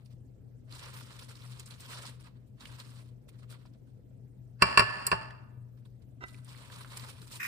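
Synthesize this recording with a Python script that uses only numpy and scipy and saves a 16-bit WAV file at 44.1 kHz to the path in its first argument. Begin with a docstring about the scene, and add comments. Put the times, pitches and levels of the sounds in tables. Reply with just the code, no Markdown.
"""A kitchen appliance hums on air noise throughout while wet salad leaves, lifted from a glazed dish and dropped
into a clay bowl, brush, crinkle, fizz and snap as clumped grains and short noise bursts.
Then the dish is set down on a stone counter, bounces and settles: ringing modes, thuds, a dense noisy tail.
Last a fork slides along the clay rim and knocks it, tosses the leaves and scrapes the clay."""
import sys
import numpy as np
from scipy import signal
from scipy.fft import rfft, irfft, next_fast_len
from scipy.io import wavfile

SR = 44100
rng = np.random.default_rng(int(sys.argv[2]) if len(sys.argv) > 2 else 0)


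def attenuation_scalar(level_db):
    """Turn a level in dB into a linear amplitude multiplier (20 dB per decade)."""
    decades = np.asarray(level_db, float) / 20
    return 10 ** decades


def persist_wave(psi):
    """Save psi, clipped to +-1, as 16-bit WAV."""
    counts = np.round(np.clip(psi, -1, 1) * 32767).astype(np.int16)
    wavfile.write(sys.argv[1], SR, np.atleast_2d(counts).T)


N = 329427   # length in samples


def rms_one(x):
    """Scale to unit rms."""
    return x / np.sqrt(np.mean(x ** 2) + 1e-20)


def since(s):
    """Seconds after a moment (zero before it) and seconds before it (zero after it)."""
    t = np.arange(N) / SR - s
    return np.maximum(t, 0), np.maximum(-t, 0)


def at_hz(points, hz):
    """Read a curve of (Hz, value) points on a log-frequency axis."""
    points = np.array(points)
    return np.interp(np.log(hz), np.log(points[:, 0] + 1), points[:, 1])


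def drift(rate_hz):
    """Slow chance with a spread of about 1: noise through two equal low-pass poles, one value per 40 samples."""
    r = np.exp(-80 * np.pi * rate_hz / SR)
    slow = signal.lfilter([1], [1, -2 * r, r * r], rng.standard_normal(N // 40 + 2002))
    slow = slow[2000:]   # drop the filter's start-up
    return np.interp(np.arange(N) / 40, np.arange(len(slow)), rms_one(slow))


def ring(clicks, hz, t60):
    """A decaying mode: a unit click sets a sine of height about 1 ringing, 60 dB down after t60 seconds."""
    r = attenuation_scalar(-60 / (t60 * SR))
    w = 2 * np.pi * hz / SR
    return signal.lfilter([0, np.sin(w)], [1, -2 * r * np.cos(w), r * r], clicks + 1e-18)


def resonate(x, hz, width_hz):
    """One resonance, gain about 1 on top."""
    r = np.exp(-np.pi * width_hz / SR)
    poles = [1, -2 * r * np.cos(2 * np.pi * hz / SR), r * r]
    return signal.lfilter([(1 - r * r) / 2, 0, (r * r - 1) / 2], poles, x)


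def grains(per_s, spread_db, clump_db, count):
    """Random clicks of uneven size and either sign that come in clumps."""
    born = rng.random((count, N)) < per_s * attenuation_scalar(clump_db * drift(25)) / SR
    sizes = attenuation_scalar(spread_db * np.minimum(rng.exponential(1, (count, N)), 5))
    return born * sizes * rng.choice([-1, 1], (count, N))


def coloured(source, spectrum, patchy_db, likeness):
    """Third-octave bands of four raw tracks, each with its own level, flicker, likeness and lean; rms 1."""
    # Stereo lean of each region. Each row: frequency in Hz, left over right in dB.
    lean_curve = [(60, 2), (110, 8.5), (200, -1), (380, 2.5), (700, -0.5), (1290, -4.5), (2380, -3.5),
                  (4400, -3.5), (8120, 0), (15000, 0)]
    lowest, highest = spectrum[0][0], spectrum[-1][0]
    edges = np.geomspace(lowest, highest, int(3 * np.log2(highest / lowest)) + 2)
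    out = 0
    for k, (low, high) in enumerate(zip(edges, edges[1:])):
        band = signal.butter(2, [low, high], "band", fs=SR, output="sos")
        mid, side = signal.sosfilt(band, source[k % 2::2])   # neighbouring bands use different tracks
        hz = np.sqrt(low * high)
        alike = np.clip(at_hz(likeness, hz), -1, 1)
        lean = attenuation_scalar(at_hz(lean_curve, hz) / 2 * np.array([[1], [-1]]))
        gain = attenuation_scalar(at_hz(spectrum, hz) + patchy_db * drift(29))
        stereo = np.sqrt(1 + alike) * mid + np.sqrt(1 - alike) * side * [[1], [-1]]
        out = out + gain * lean * stereo
    return rms_one(np.array([np.roll(out[0], 8), out[1]]))   # the left port is farther


def air():
    """Background air: steady noise in bands that flicker a little, more alike left and right in the bass."""
    # Tone of the air. Each row: frequency in Hz, relative level in dB per Hz.
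    air_spectrum = [(35, -13.5), (50, -15), (75, -13), (110, -10.5), (150, -16), (241, -16.5), (305, -24.5),
                    (490, -27), (690, -34), (850, -54), (1330, -49), (3630, -57), (9000, -55.5),
                    (16000, -56)]
    # Stereo width of the air. Each row: frequency in Hz, left-right likeness (1 is mono).
    air_likeness = [(35, 0.85), (60, 0.36), (130, 0.81), (290, 0.14), (640, 0.087), (15000, .05)]
    return attenuation_scalar(-55) * coloured(rng.standard_normal((4, N)), air_spectrum, patchy_db=3.0, likeness=air_likeness)


def drone():
    """Appliance hum: steady tones plus noise twice through narrow resonances, stronger and later on the left."""
    # Hum partials. Each row: frequency in Hz, width in Hz, wavering level in dB, steady level in dB.
    partials = [(122.2, 16, -57.5, -48.5), (97.3, 13, -68.5, -65), (49.7, 6.7, -76.5, -67.5)]
    out, t = 0, np.arange(N) / SR
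    for hz, width_hz, waver_db, steady_db in partials:
        noise = rng.standard_normal(N + SR)
        narrow = resonate(resonate(noise, hz, width_hz), hz, width_hz)
        waver = rms_one(narrow[SR:])   # drop the filter's start-up
        steady = np.sin(2 * np.pi * hz * t + 1.38 * drift(0.45))   # the phase wanders slowly
        out = out + attenuation_scalar(waver_db) * waver + attenuation_scalar(steady_db) * steady
    return np.array([attenuation_scalar(3.0) * np.roll(out, 10), attenuation_scalar(-3.5) * out])


def kitchen(x):
    """Room sound: eight feedback delays a side, duller on every round because treble decays faster."""
    t60_s, wall_cut_hz = 0.88, 3200
    size = next_fast_len(N + SR)
    w = 2 * np.pi * np.arange(size // 2 + 1) / size
    t60 = t60_s / np.sqrt(1 + (w * SR / (2 * np.pi * wall_cut_hz)) ** 2)
    answer = np.zeros((2, len(w)), complex)
    lags = (rng.uniform(.021, .055, 16) * SR).astype(int)   # loop delays of 21 to 55 ms
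    for k, lag in enumerate(lags):
        loop = attenuation_scalar(-60 * lag / SR / t60) * np.exp(-1j * w * lag)
        answer[k % 2] += (-1) ** (k // 2) * loop / (1 - loop)
    return irfft(answer * rfft(x, size), size)[:, :N]


def fork():
    """Tines catch on rough clay many times a second; a short slide ends in one knock on the rim."""
    # Clay wall resonances. Each row: frequency in Hz, width in Hz, level in dB.
    clay_modes = [(1130, 100, -3.5), (1440, 140, 0), (1850, 156, 5), (2492, 146, 4), (3800, 490, -20),
                  (5220, 400, -14), (6640, 400, -14), (7930, 420, -15.5), (12700, 2200, -14.5)]
    # Ringing of fork and rim. Each row: frequency in Hz, level in dB, t60 in seconds.
    knock_modes = [(390, -0.5, 0.024), (740, -14, 0.057), (1000, 0, 0.03), (1350, 5.5, 0.019),
                   (1540, -5.5, 0.03), (1985, -0.5, 0.08), (2710, -8.5, 0.052), (3715, -12.5, 0.04),
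                   (5270, -11, .012)]
    # Scrapes on the clay. Each row: moment of full pressure in seconds, level in dB, hold in seconds.
    scrape_table = [(7.402, -35.5, 0.009), (7.43, -36, .04)]
    bite_db_per_s, slip_db_per_s = 3000, 500
    slide_s, slide_db, build_db_per_s, fade_db_per_s = 6.207, -68, 253.5, 899
    knock_s, knock_db = 6.239, -38.5

    catch = grains(3800, spread_db=3.0, clump_db=1.5, count=2)
    catch[0] = 1.1 * catch[0] + 0.47 * np.roll(catch[1], 45)   # the left port is farther
    wall = 0
    for k, (hz, width_hz, db) in enumerate(clay_modes):
        wall = wall + attenuation_scalar(db) * resonate(catch, hz, width_hz) * (-1) ** k
    wall = rms_one(wall)

    after, before = since(knock_s)
    slide = attenuation_scalar(np.maximum(slide_db - build_db_per_s * before - fade_db_per_s * after, -200))
    touch = slide * (since(slide_s)[0] > 0) * rms_one(catch[1])
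    touch[round(knock_s * SR)] += attenuation_scalar(knock_db)
    knock = sum(attenuation_scalar(db) * ring(touch, hz, t60) for hz, db, t60 in knock_modes)

    press = np.zeros(N)
    for s, db, hold in scrape_table:
        before_bite, after_hold = since(s)[1], since(s + hold)[0]
        press += attenuation_scalar(db - bite_db_per_s * before_bite - slip_db_per_s * after_hold)
    scrape = attenuation_scalar([[-1.5], [2.5]]) * press * wall
    return scrape + [attenuation_scalar(-2.5) * np.roll(knock, 12), attenuation_scalar(3.5) * knock]


def noisy_tail():
    """A dense noisy tail of the blows: it starts abruptly, sags slowly, then dies faster and dulls.
    Returns its level in dB, its treble tilt in dB per octave and its two-port noise."""
    start_s, start_db, rise_db_per_s, sag_db_per_s = 4.618, -35.5, 1299, 20.5
    fade_s, fade_db_per_s, dulls_db_per_s = 5.215, 87, 12
    sagging, nearing = since(start_s)
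    fading = since(fade_s)[0]
    level_db = start_db - rise_db_per_s * nearing - sag_db_per_s * sagging - fade_db_per_s * fading
    tilt_db = -0.5 - dulls_db_per_s * np.minimum(fading, .5)
    noise = rms_one(grains(9000, spread_db=5.0, clump_db=1.5, count=2))
    noise[0] = rms_one(.7 * noise[0] + np.roll(noise[1], 25))   # the ports hear much of the same noise
    return np.maximum(level_db, -200), tilt_db, noise


def dish():
    """Blows ring single modes, shake dense clusters and thud the slab; a noisy tail runs through both."""
    # Blows of dish on stone. Each row: start in seconds, strength in dB, hardness (treble tilt) in dB,
    # thud strength in dB.
    blow_table = [(4.6218, -5.5, 2.5, -25), (4.635, -20, -6, -33.5), (4.7741, -4.5, 3, -30.5),
                  (4.7936, -8.5, 3, -26), (4.803, -16.5, -3.5, -36), (4.819, -21.5, -5.5, -42),
                  (5.0662, -39, 16, -45), (5.0765, -32.5, -7.5, -47), (5.1157, -13, 1, -41),
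                  (5.127, -16.5, -7, -31)]
    # Single dish modes. Each row: frequency in Hz, left level in dB, right level in dB, t60 in seconds,
    # lag of the farther left port in ms.
    dish_modes = [(394, -15.5, -16, 0.066, 0.43), (630, -15.5, -15, 0.042, 0.43),
                  (887, -27, -22.5, 0.33, 1.9), (972, -16, -7, 0.043, 1.2), (1106, -6, -7, 0.091, 0.97),
                  (1218, -9, -10, .06, 1.1), (1390, -12, -11, 0.065, 0.91), (1470, -17, -21, 0.035, 0.83),
                  (1515, -13.5, -7.5, 0.045, 0.79), (1730, -19, -11, .06, 0.84),
                  (1736, -16.5, -5, 0.082, 1.2), (1740, -31.5, -26.5, 0.72, 0.74),
                  (2342, -16, -19.5, 0.11, .8), (2703, -7.5, -3, 0.035, .8),
                  (2820, -24.5, -21.5, 0.26, 0.88), (3335, -24, -28.5, 0.03, .7),
                  (4460, -24.5, -16, 0.032, 1.8), (5080, -29, -23, 0.13, 1.1),
                  (4570, -18, -11.5, 0.016, 0.42), (5900, -27, -25, .015, .5),
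                  (7560, -27.5, -25.5, 0.018, 0.32), (9660, -30, -25.5, 0.036, .3)]
    # Clusters of short modes, too dense to tell apart. Each row: frequency in Hz, width in Hz, level in dB.
    glaze_clusters = [(420, 140, -17), (580, 310, -5.5), (930, 200, 2.5), (1173, 500, 0.5),
                      (1478, 520, -5.5), (1806, 150, -3.5), (2020, 300, -6), (2540, 170, -3),
                      (2812, 300, -6.5), (4380, 350, -6), (4786, 330, -4), (5530, 490, -19),
                      (7780, 970, -16), (8770, 430, -24.5), (9640, 990, -19.5), (13000, 2700, -35.5)]
    # Stone slab under the dish. Each row: frequency in Hz, level in dB, t60 in seconds.
    slab_modes = [(67.8, -10, .15), (111.2, -10, 0.36), (167.4, 1, 0.088), (216, -7, 0.099)]

    s, peak_db, hard_db, thud_db = np.transpose(blow_table)
    at = np.round(s * SR).astype(int)
    chance_db = rng.normal(0, 1.0, (len(at), len(dish_modes)))   # no two blows excite the modes alike
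    tail_db, tail_tilt_db, tail_noise = noisy_tail()
    out = np.zeros((2, N))
    for k, (hz, left_db, right_db, t60, lag_ms) in enumerate(dish_modes):
        clicks = attenuation_scalar(tail_db - 22.5) * tail_noise[1]
        clicks[at] += (-1) ** k * attenuation_scalar(peak_db + hard_db * np.log2(hz / 1500) / 2 + chance_db[:, k])
        sound = ring(clicks, hz, t60)
        late = np.roll(sound, round(lag_ms * SR / 1000))
        out += [attenuation_scalar(left_db) * late, attenuation_scalar(right_db) * sound]

    for hz, width_hz, db in glaze_clusters:
        octaves = np.log2(hz / 1500)
        blows = np.zeros(N)
        blows[at] = attenuation_scalar(peak_db - 11 + (hard_db + 0.5) * octaves)   # hard blows favour the high clusters
        shake = signal.lfilter([1], [1, -attenuation_scalar(-60 / (0.049 * SR))], blows + 1e-18)   # t60 0.049 s
        cluster = (attenuation_scalar(tail_db + tail_tilt_db * octaves) + shake) * tail_noise
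        for _ in range(3):   # steep skirts
            cluster = resonate(cluster, hz, 1.2 * width_hz)
        out += attenuation_scalar(db + 14.5) * cluster

    thuds = np.zeros(N)
    thuds[at] = attenuation_scalar(thud_db)
    slab = sum(attenuation_scalar(db) * ring(thuds, hz, t60) for hz, db, t60 in slab_modes)
    return out + attenuation_scalar([[2.5], [-2.5]]) * slab


def snaps():
    """Each snap is a burst of noise a few ms long, coloured round its pitch; high ones crack wider."""
    # Stems and leaf ribs snapping, one small tick near the dish. Each row: start in seconds,
    # relative peak in dB, pitch in Hz, left over right in dB.
    snap_table = [(0.059, -54, 4660, -5), (0.7242, -39.5, 4170, -3), (0.8999, -60, 1320, -1.5),
                  (0.965, -46, 2550, -5), (1.01, -46, 1330, -3.5), (1.1056, -50, 1400, 5),
                  (1.1927, -42, 3130, -5), (1.3102, -46.5, 1400, -3.0), (1.3538, -43.5, 4320, -3.5),
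                  (1.42, -46, 3780, -3), (1.5964, -34, 8200, -5), (1.659, -41, 8070, -1),
                  (1.708, -42.5, 4230, -9), (1.8054, -38.5, 8200, -1.0), (1.931, -39, 1460, 2),
                  (2.0516, -45, 1000, -5), (2.608, -45.5, 4060, -14), (2.6547, -35.5, 2840, -5),
                  (2.8, -36.5, 4430, -2), (3.0194, -65, 4330, -9), (3.287, -56.5, 1020, -8),
                  (3.3947, -70, 1340, -3.5), (3.5047, -48, 4600, -3.0), (3.524, -49, 1440, -6),
                  (3.653, -51.5, 1000, -1), (5.307, -40, 1700, 0), (5.8539, -58, 3476, 1),
                  (6.2827, -47, 8140, -2), (6.344, -46, 2420, -4.5), (6.4464, -43, 9190, 1.5),
                  (6.548, -48, 1870, -10), (6.699, -45, 1460, -3.0), (6.809, -41.5, 1180, -2),
                  (6.8468, -38.5, 1280, -5), (6.9727, -33, 8500, 2), (6.996, -39, 4460, -5),
                  (7.091, -44, 1050, -6), (7.217, -42.5, 4130, -2.5)]
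    out, t = np.zeros((2, N)), np.arange(1200) / SR
    for s, peak_db, hz, pan_db in snap_table:
        noise = rng.standard_normal(len(t)) + 0.76 * rng.standard_normal((2, len(t)))   # shared plus own
        burst = resonate(noise * np.exp(-t / 0.0037), hz, 0.18 * hz)
        burst = burst + hz / 59000.0 * np.diff(burst, prepend=0)
        gain = attenuation_scalar(peak_db + 1.5 + pan_db / 2 * np.array([[1], [-1]]))
        out[:, round(s * SR):][:, :len(t)] += gain * burst / abs(burst).max()
    return out


def stirring(follows):
    """Gain of one leaf layer: every stir rises, holds, fades and settles; their powers add."""
    # A hand or the fork stirs the leaves. Each row: start of the hold in seconds, hold in seconds,
    # relative level in dB, crispness in dB (scaled by follows).
    stir_table = [(0.0, 0.027, -82, -6), (0.052, 0.013, -74.5, 8), (0.109, .025, -77, 2),
                  (0.683, .02, -74.5, -7), (0.724, 0.17, -58, -1), (0.942, 0.072, -54, 1.5),
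                  (1.058, 0.11, -62.5, -2), (1.192, 0.0045, -52, 6.5), (1.208, 0.043, -59, 2),
                  (1.286, 0.035, -57.5, -0.5), (1.36, 0.21, -63, 1), (1.598, 0.0066, -57, -0.5),
                  (1.61, 0.024, -67, -1), (1.664, 0.023, -58, 4.5), (1.702, .04, -58.5, 1),
                  (1.76, 0.039, -67, 0), (1.8, 0.065, -59.5, 2), (1.898, 0.18, -54, -0.5),
                  (2.2, 0.023, -66, 3), (2.243, 0.037, -70, -7.5), (2.356, 0.016, -88, -12),
                  (2.472, .008, -83, 28), (2.608, 0.14, -63, -2.5), (2.788, 0.024, -57, -1),
                  (2.825, 0.18, -64, 1.5), (3.06, 0.037, -76, 3), (3.288, 0.0029, -59.5, 6),
                  (3.32, 0.05, -79.5, -4), (3.39, .008, -70.5, 1), (3.425, .015, -72.5, -7.5),
                  (3.499, 0.037, -61.5, 3.5), (3.541, 0.0084, -69, -9.5), (3.59, 0.043, -76.5, -3),
                  (3.66, 0.011, -72, -2), (3.738, 0.019, -81.5, -4), (3.874, .03, -87.5, -6),
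                  (5.774, .015, -82.5, -1.5), (5.855, .006, -70.5, 3.5), (6.021, .006, -79, -1),
                  (6.267, 0.12, -67, 2.5), (6.445, 0.045, -74, 9), (6.483, .2, -64, -3),
                  (6.698, 0.0055, -68, -5), (6.72, .1, -59.5, -2.5), (6.86, 0.058, -63, -1.5),
                  (6.923, 0.045, -56.5, -2.5), (6.971, 0.005, -49, 2.5), (6.989, .12, -56, 0),
                  (7.154, 0.045, -68, -5), (7.217, 0.034, -61.5, 1.5), (7.272, 0.044, -62.5, 3.5),
                  (7.315, 0.056, -54.5, 3.5), (7.44, .04, -54.5, 12)]
    # 20 dB rises and fades last longer for a long stir
    rise_s, rise_per_hold, fade_s, fade_per_hold = 0.0084, 0.16, 0.023, 0.31
    settling_db, settling_slower = -17.5, 2.5   # the leaves go on settling, quieter and slower
    power = np.zeros(N)
    for s, hold, db, crisp_db in stir_table:
        first = max(round((s - .1) * SR), 0)
        t = np.arange(first, min(first + SR, N)) / SR - s
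        rise_db = 20 * np.minimum(t, 0) / (rise_s + rise_per_hold * hold)
        fade_db = -20 * np.maximum(t - hold, 0) / (fade_s + fade_per_hold * hold)
        shape_db = rise_db + np.maximum(fade_db, settling_db + fade_db / settling_slower)
        power[first:first + SR] += attenuation_scalar(2 * (db + follows * crisp_db + shape_db))
    return np.sqrt(power)


def leaves():
    """Wet leaves brush as dense soft grains, crinkle as sparser sharp ones and peel apart with a fine fizz."""
    # Tone of the three layers. Each row: frequency in Hz, relative level in dB per Hz.
    brush_spectrum = [(180, -36), (300, -1), (613, 4), (722, -13), (988, 6.5), (1910, 1), (2110, 1),
                      (2460, -4), (4000, -3), (5200, -32), (8800, -120)]
    crinkle_spectrum = [(1800, -26.5), (2600, 0), (3300, -4.5), (4400, -0.5), (5500, -3.5), (7000, -10.5),
                        (9000, -6.5)]
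    fizz_spectrum = [(5000, -60), (6800, -2), (8400, 3.5), (10200, 11), (12500, -0.5), (16000, 2)]
    # Likeness of the close leaves at both ports. Each row: frequency in Hz, left-right likeness from 0 to 1.
    leaf_likeness = [(300, 0), (1000, 0.56), (3000, 0.39), (8000, 0), (15000, 0)]
    creases = grains(1100, spread_db=2.5, clump_db=5., count=4)
    rubbing = grains(2500, spread_db=2.5, clump_db=4.5, count=4) + 0.36 * creases
    peeling = creases + 0.41 * grains(3000, spread_db=3.0, clump_db=2.5, count=4)
    brush = coloured(rubbing, brush_spectrum, patchy_db=1.87, likeness=leaf_likeness)
    crinkle = coloured(creases, crinkle_spectrum, patchy_db=2.5, likeness=leaf_likeness)
    fizz = coloured(peeling, fizz_spectrum, patchy_db=2.5, likeness=leaf_likeness)
    # from 6.2 s the tines tear wet leaves apart with more fizz than fingers
    fizz_db = 2.5 * (since(6.2)[0] > 0)
    # crisp stirs brush less and fizz more
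    out = attenuation_scalar(3) * stirring(-1.04) * brush
    out = out + attenuation_scalar(3) * stirring(0) * crinkle
    return out + attenuation_scalar(fizz_db) * stirring(0.34) * fizz


def scene():
    """Close sources with their room sound, over the kitchen's steady noise."""
    near = leaves() + snaps() + dish() + fork()
    return near + attenuation_scalar(-24) * kitchen(near) + air() + drone()


def band_limit(x):
    """A steep low-pass at the top of the band."""
    return signal.sosfilt(signal.butter(12, 16470, fs=SR, output="sos"), x)


def record(dry):
    """Two fixed dips in the tone, near 6.3 and 11.2 kHz, and both ends of the spectrum cut; peaks are rounded."""
    # Dips in the tone. Each row: frequency in Hz, width in Hz, gain in dB per pass.
    tone_dips = [(6320, 2100, -1.5), (11230, 1800, -7.5)]
    for hz, width_hz, db in tone_dips + tone_dips:   # two passes
        dry = dry - (1 - attenuation_scalar(db)) * resonate(dry, hz, width_hz)
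    dry = signal.sosfilt(signal.butter(3, 40, "high", fs=SR, output="sos"), dry)
    dry = signal.sosfilt(signal.ellip(8, 1, 50, 15100, fs=SR, output="sos"), dry)
    mix = 1.474 * np.tanh(dry / 1.53)
    return band_limit(mix)


dry = scene()
out = record(dry)
persist_wave(out)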